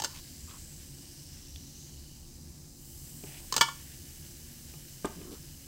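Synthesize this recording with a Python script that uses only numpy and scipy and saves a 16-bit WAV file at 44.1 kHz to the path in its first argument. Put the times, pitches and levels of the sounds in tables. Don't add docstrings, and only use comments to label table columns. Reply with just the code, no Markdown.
import sys
import numpy as np
from scipy import signal
from scipy.fft import rfft, irfft, next_fast_len
from scipy.io import wavfile
from scipy.ndimage import map_coordinates

SR = 44100
rng = np.random.default_rng(int(sys.argv[2]) if len(sys.argv) > 2 else 0)


def unload_wav(signal):
    wavfile.write(
        sys.argv[1],
        SR,
        np.round(np.clip(np.atleast_2d(signal).T, -1, 1) * 32767).astype(np.int16),
    )


N = 250039


def amp(db):
    return 10 ** (np.asarray(db) / 20)


def unit(x):
    return x / np.sqrt(np.mean(x ** 2) + 1e-20)


def along(points, hz):
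    f, v = np.transpose(points)
    return np.interp(np.log(hz + 1), np.log(f + 1), v)


def wobble(rate):
    knots = rng.standard_normal(int(N * rate / SR) + 4)
    return map_coordinates(knots, [np.arange(N) * rate / SR])


def filtered(x, response):
    m = next_fast_len(len(x) + SR // 4)
    return irfft(rfft(x, m) * response(np.fft.rfftfreq(m, 1 / SR)), m)[:len(x)]


def coloured(x, spectrum):
    return unit(filtered(x, lambda hz: amp(along(spectrum, hz))))


def resonance(x, hz, width, order=1):
    return unit(filtered(x, lambda f: (1j * f * width / (hz * hz - f * f + 1j * f * width)) ** order))


def mode(t, hz, t60):
    return amp(-60 * t / t60) * np.sin(2 * np.pi * (hz * t + rng.random()))


def add(track, s, sound):
    part = track[max(round(s * SR), 0):][:len(sound)]
    part += sound[:len(part)]


def pops(rate, spread_db):
    size = amp(spread_db * np.clip(rng.standard_normal(N), -2.5, 2.5))
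    return unit((rng.random(N) < rate / SR) * size * rng.choice([-1, 1], N))


def room_tone():
    # frequency in Hz, relative level in dB.
    rumble_spectrum = [(11, -45.5), (18, -10), (74, 0.5), (90, -1), (108, -7.5), (144, -0.5), (178, -7),
                       (237, -11), (352, -12.5), (385, -23.5), (550, -22.5), (635, -28.5), (746, -25),
                       (1150, -33), (1300, -36), (1690, -49.5), (2860, -120)]
    # pitch in Hz, level in dB, width in Hz.
    hum_tones = [(27.5, -61.5, 8), (72.3, -59, 18.4), (141.3, -59.5, 17.6), (234.9, -66, 7.5),
                 (277.7, -67.5, 9.3), (347.8, -68.5, 25)]
    rumble = amp(-52.5 + 0.99 * wobble(5.14)) * coloured(rng.standard_normal(N), rumble_spectrum)
    hum = sum(amp(db) * resonance(rng.standard_normal(N), hz, width, order=2)
              for hz, db, width in hum_tones)
    return rumble + hum


def reverb(x):
    # frequency in Hz, time to fall 60 dB in seconds.
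    decay_times = [(150, 0.28), (1000, 0.31), (4000, 0.33), (9000, 0.35), (15000, .1)]
    hz, t, noise = signal.stft(rng.standard_normal(SR // 2), SR, nperseg=256)
    tail = signal.istft(noise * amp(-60 * t / along(decay_times, hz)[:, None]), SR, nperseg=256)[1]
    delayed = np.pad(x, (round(0.0067 * SR), 0))
    return signal.fftconvolve(delayed, tail / np.linalg.norm(tail))[:N]


def bumps():
    # start in seconds, pitch in Hz, level in dB.
    soft_bumps = [(0.425, 78, -40), (1.54, 77, -43), (4.2, 145, -46), (4.75, 145, -43), (5.155, 175, -41)]
    out, t = np.zeros(N), np.arange(SR // 4) / SR
    swell = (t / 0.019) ** 2 * np.exp(2 * (1 - t / 0.018))
    for s, hz, db in soft_bumps:
        add(out, s, amp(db) * swell * np.sin(2 * np.pi * hz * t))
    return out


def slides():
    # start and length in seconds, level in dB, resonance and its width in Hz.
    strokes = [(0.062, 0.15, -62, 1020, 270), (0.14, 0.063, -51.5, 3300, 7800),
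               (0.47, 0.12, -58.5, 1110, 360), (0.49, 0.029, -54.5, 3200, 2600),
               (3.247, 0.17, -56.5, 2460, 1700), (3.24, 0.24, -65, 740, 410), (5.14, 0.225, -51, 298, 175),
               (5.305, 0.052, -49.5, 340, 170), (5.219, 0.17, -63.5, 1140, 640),
               (5.305, 0.046, -54.5, 4600, 5300)]
    out = np.zeros(N)
    for s, length, db, hz, width in strokes:
        n = int(length * SR)
        slips = resonance(pops(rate=800, spread_db=-1.5)[:n], hz, width, order=2)
        add(out, s, amp(db) * slips * signal.windows.tukey(n, .3))
    return out


def knocks():
    # start in seconds, level in dB, brightness in dB.
    blows = [(3.237, -39.5, -11.5), (4.737, -54, 0), (5.0462, -25, -3), (5.214, -58, 3)]
    # frequency in Hz, relative level in dB, time to fall 60 dB in seconds.
    table_modes = [(195, -6, .06), (305, 1, .06), (393, 2, .06), (520, -13, .03), (630, -12, .06),
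                   (721, -6, .06), (872, -9, .07), (1040, -8.5, .07), (1215, -5, .09), (1560, -11, .075)]
    out, t = np.zeros(N), np.arange(SR // 3) / SR
    for s, db, bright_db in blows:
        hardness = [(400, 0), (1200, bright_db)]
        ring = sum(amp(level + along(hardness, hz)) * mode(t, hz, t60) for hz, level, t60 in table_modes)
        rattle = resonance(rng.standard_normal(len(t)), hz=850, width=990)
        rattle = resonance(rattle, hz=830, width=2000) * amp(-9.5 + bright_db - 60 * t / 0.12)
        attack = 1 - np.exp(-t / .0004)
        add(out, s, amp(db) * (ring + rattle) * attack)
    return out


def spoon():
    # start in seconds, level in dB, treble in dB, knock pitch in Hz, knock's relative dB.
    contacts = [(0.0, -30.5, 6, 840, 5.5), (0.02, -28.5, 8, 870, 3), (0.038, -28.5, 8, 940, 3),
                (0.0452, -26, 12, 1470, 0), (0.051, -30, 0, 540, -3), (3.524, -26.5, 12, 1045, 7.5),
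                (3.540, -24.5, 2, 1144, 0), (3.5641, -17, 9.5, 904, -1.5), (3.579, -20, 2, 900, -3.5),
                (3.6098, -6.5, -1.5, 1090, -3), (3.685, -28, -5, 1113, 7)]
    # frequency in Hz, relative dB lying free and gripped, time to fall 60 dB in seconds.
    steel_modes = [(915, 0, -9, .14), (985, -3, -14, .07), (1098, -2, -12, .08), (1167, -3, -12, .07),
                   (1232, -6, -14, .06), (1410, -2, -13, .11), (1752, -1, -7, .13), (2234, -3, -25, .1),
                   (2282, -3, -25, .1), (2800, -20, -11, .08), (2905, -6, -20, .12), (2997, -5, -16, .11),
                   (3038, -6, -8, .1), (3130, -3, -18, .09), (3245, -5, -20, .08), (3365, 0, -17, .1),
                   (3564, -6, -18, .08), (4080, -15, -9, .07), (4242, -5, -18, .09), (4407, -10, -11, .09),
                   (4630, -5, -16, .09), (4708, 0, -10, .11), (4970, -14, -7, .07), (5403, -4, -15, .12),
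                   (6300, -14, -4, .06), (6535, -10, -16, .11), (7570, -11, -9, .08), (8526, -10, -22, .12),
                   (12300, -15, -30, .09), (14900, -10, -32, .07)]
    # frequency in Hz, relative level in dB.
    chatter_spectrum = [(60, -30), (300, -21), (560, -19), (700, -10), (800, -5), (1050, -1), (1400, -4),
                        (2000, -9), (2600, -9), (3200, -3), (3900, -7), (5000, -5), (6500, -5), (8000, -8),
                        (10000, -20), (14000, -22), (15000, -17)]
    let_go_s, ring_db = 3.6, -14.5
    out, t = np.zeros(N), np.arange(SR // 3) / SR
    for s, db, treble_db, knock_hz, knock_db in contacts:
        gripped = s < let_go_s
        thud_db = -15.5 if gripped else -22.5
        chatter_db, chatter_t60 = (-1.9, 0.024) if gripped else (-7.5, 0.064)
        hardness = [(1500, 0), (5000, treble_db)]
        ring = np.zeros(len(t))
        for hz, free_db, held_db, t60 in steel_modes:
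            mode_db = (held_db if gripped else free_db) + along(hardness, hz) + rng.normal()
            ring += amp(ring_db + mode_db) * mode(t, hz, t60)
        chatter = coloured(coloured(rng.standard_normal(len(t)), chatter_spectrum), hardness)
        chatter *= amp(.5 * treble_db + chatter_db - 60 * t / chatter_t60)
        hollow = amp(knock_db - 3.5) * mode(t, knock_hz, t60=0.036)
        thud = amp(thud_db - 60 * t / .06) * resonance(rng.standard_normal(len(t)), hz=330, width=330)
        attack = 1 - np.exp(-t / .0006)
        add(out, s, amp(db) * (chatter + ring + hollow + thud) * attack)
    return out


def ticks():
    # start in seconds, pitch in Hz, level in dB.
    snaps = [(1.5595, 3450, -40), (3.238, 2700, -46), (4.738, 2400, -50), (4.851, 2100, -51),
             (5.050, 7900, -40), (5.0558, 8100, -34), (5.056, 3500, -40), (5.215, 2500, -45)]
    out, t = np.zeros(N), np.arange(SR // 20) / SR
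    for s, hz, db in snaps:
        snap = resonance(rng.standard_normal(len(t)), hz, width=.14 * hz)
        add(out, s, snap * amp(db - 60 * t / .018))
    return out


def cap():
    cover_s, uncover_s, move_s = 2.3, 2.78, 0.032
    t = np.arange(N) / SR
    covered = (np.tanh((t - cover_s) / move_s) - np.tanh((t - uncover_s) / move_s)) / 2
    air = resonance(pops(rate=600, spread_db=2.5), hz=2962, width=380, order=2)
    return air * amp(-69 - 20 * covered)


def bubble_patches():
    # loudest moment and half-length in seconds, then pitch in Hz and level in dB at that peak.
    patches = [(0.13, .35, 4590, -58.5), (0.6, .32, 7700, -55.5), (1.09, .21, 8520, -61.5),
               (1.37, .45, 5560, -56.8), (1.83, .13, 6400, -57.7), (1.89, .5, 4350, -63.6),
               (3.2, .42, 7990, -57.7)]
    climb_hz_per_s, spread_hz = 1250, 600
    out, t = np.zeros(N), np.arange(N) / SR
    for s, half_s, hz, db in patches:
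        flutter = unit(filtered(pops(rate=5000, spread_db=1.0), lambda f: 1 / (1 + (f / spread_hz) ** 2)))
        pitch = hz + climb_hz_per_s * (t - s)
        tone = np.sqrt(2) * np.cos(2 * np.pi * np.cumsum(pitch) / SR)
        swell = np.exp(-((t - s) / half_s) ** 2)
        out += amp(db) * swell * flutter * tone
    return out


def reaction(size):
    # start in seconds (negative: already fizzing), base fade in dB a second, fine bubbles' extra dB.
    spoonfuls = [(-0.62, 3.4, -1.4), (2.63, 1.85, 1.0)]
    bubble_sizes = {"large": (-59.5, 0.56, 1.1), "medium": (-52.5, 0.27, 0.29), "fine": (-51, 0.2, .9)}
    db, build_s, fade_factor = bubble_sizes[size]
    gain = np.zeros(N)
    for s, fade_db_per_s, fine_db in spoonfuls:
        age = np.maximum(np.arange(N) / SR - s, 0)
        build = 1 - np.exp(-(age / build_s) ** 2)
        fade = amp(fine_db * (size == "fine") - fade_factor * fade_db_per_s * age)
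        gain = np.maximum(gain, build * fade)
    return gain * amp(db)


def foam():
    # frequency in Hz, relative level in dB.
    large_spectrum = [(600, -5.5), (900, -24), (1300, -14), (1650, -1.5), (1900, -4), (2600, -3.3),
                      (3400, -4), (4000, -4.8), (5000, -14.7), (8000, -39)]
    medium_spectrum = [(800, -18), (3400, -14.5), (4000, -4.5), (4600, -2.8), (4950, 1.1), (5600, -0.4),
                       (6300, 1.9), (6900, -3.5), (7400, 1.4), (8500, -3.5), (9500, -6.9), (12000, -10.5)]
    fine_spectrum = [(1000, -16.4), (4000, -26), (7500, -0.5), (9000, -0.5), (9700, -5), (10250, 0),
                     (11300, -2.5), (12400, 0), (13700, 0), (14900, -1.5), (15700, 0.2)]
    sputter = amp(2.05 * wobble(22.31))
    large = coloured(pops(rate=2500, spread_db=0.5), large_spectrum) * sputter
    medium = coloured(pops(rate=7000, spread_db=3.5), medium_spectrum) * amp(0.46 * wobble(12))
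    fine = coloured(pops(rate=19000, spread_db=3.0), fine_spectrum) * amp(.25 * wobble(12))
    return large * reaction("large") + medium * reaction("medium") + fine * reaction("fine")


def scene():
    steel, wood = spoon(), knocks()
    reflections = amp(-14.5) * reverb(steel) + amp(-9) * reverb(wood)
    handling = steel + wood + reflections + ticks() + slides() + bumps()
    mono = foam() + cap() + bubble_patches() + handling + room_tone()
    return np.array([mono, mono])


def record(dry):
    top_hz = 15800
    return np.array([filtered(channel, lambda hz: 1 / np.sqrt(1 + (hz / top_hz) ** 400))
                     for channel in dry])


dry = scene()
out = record(dry)
unload_wav(out)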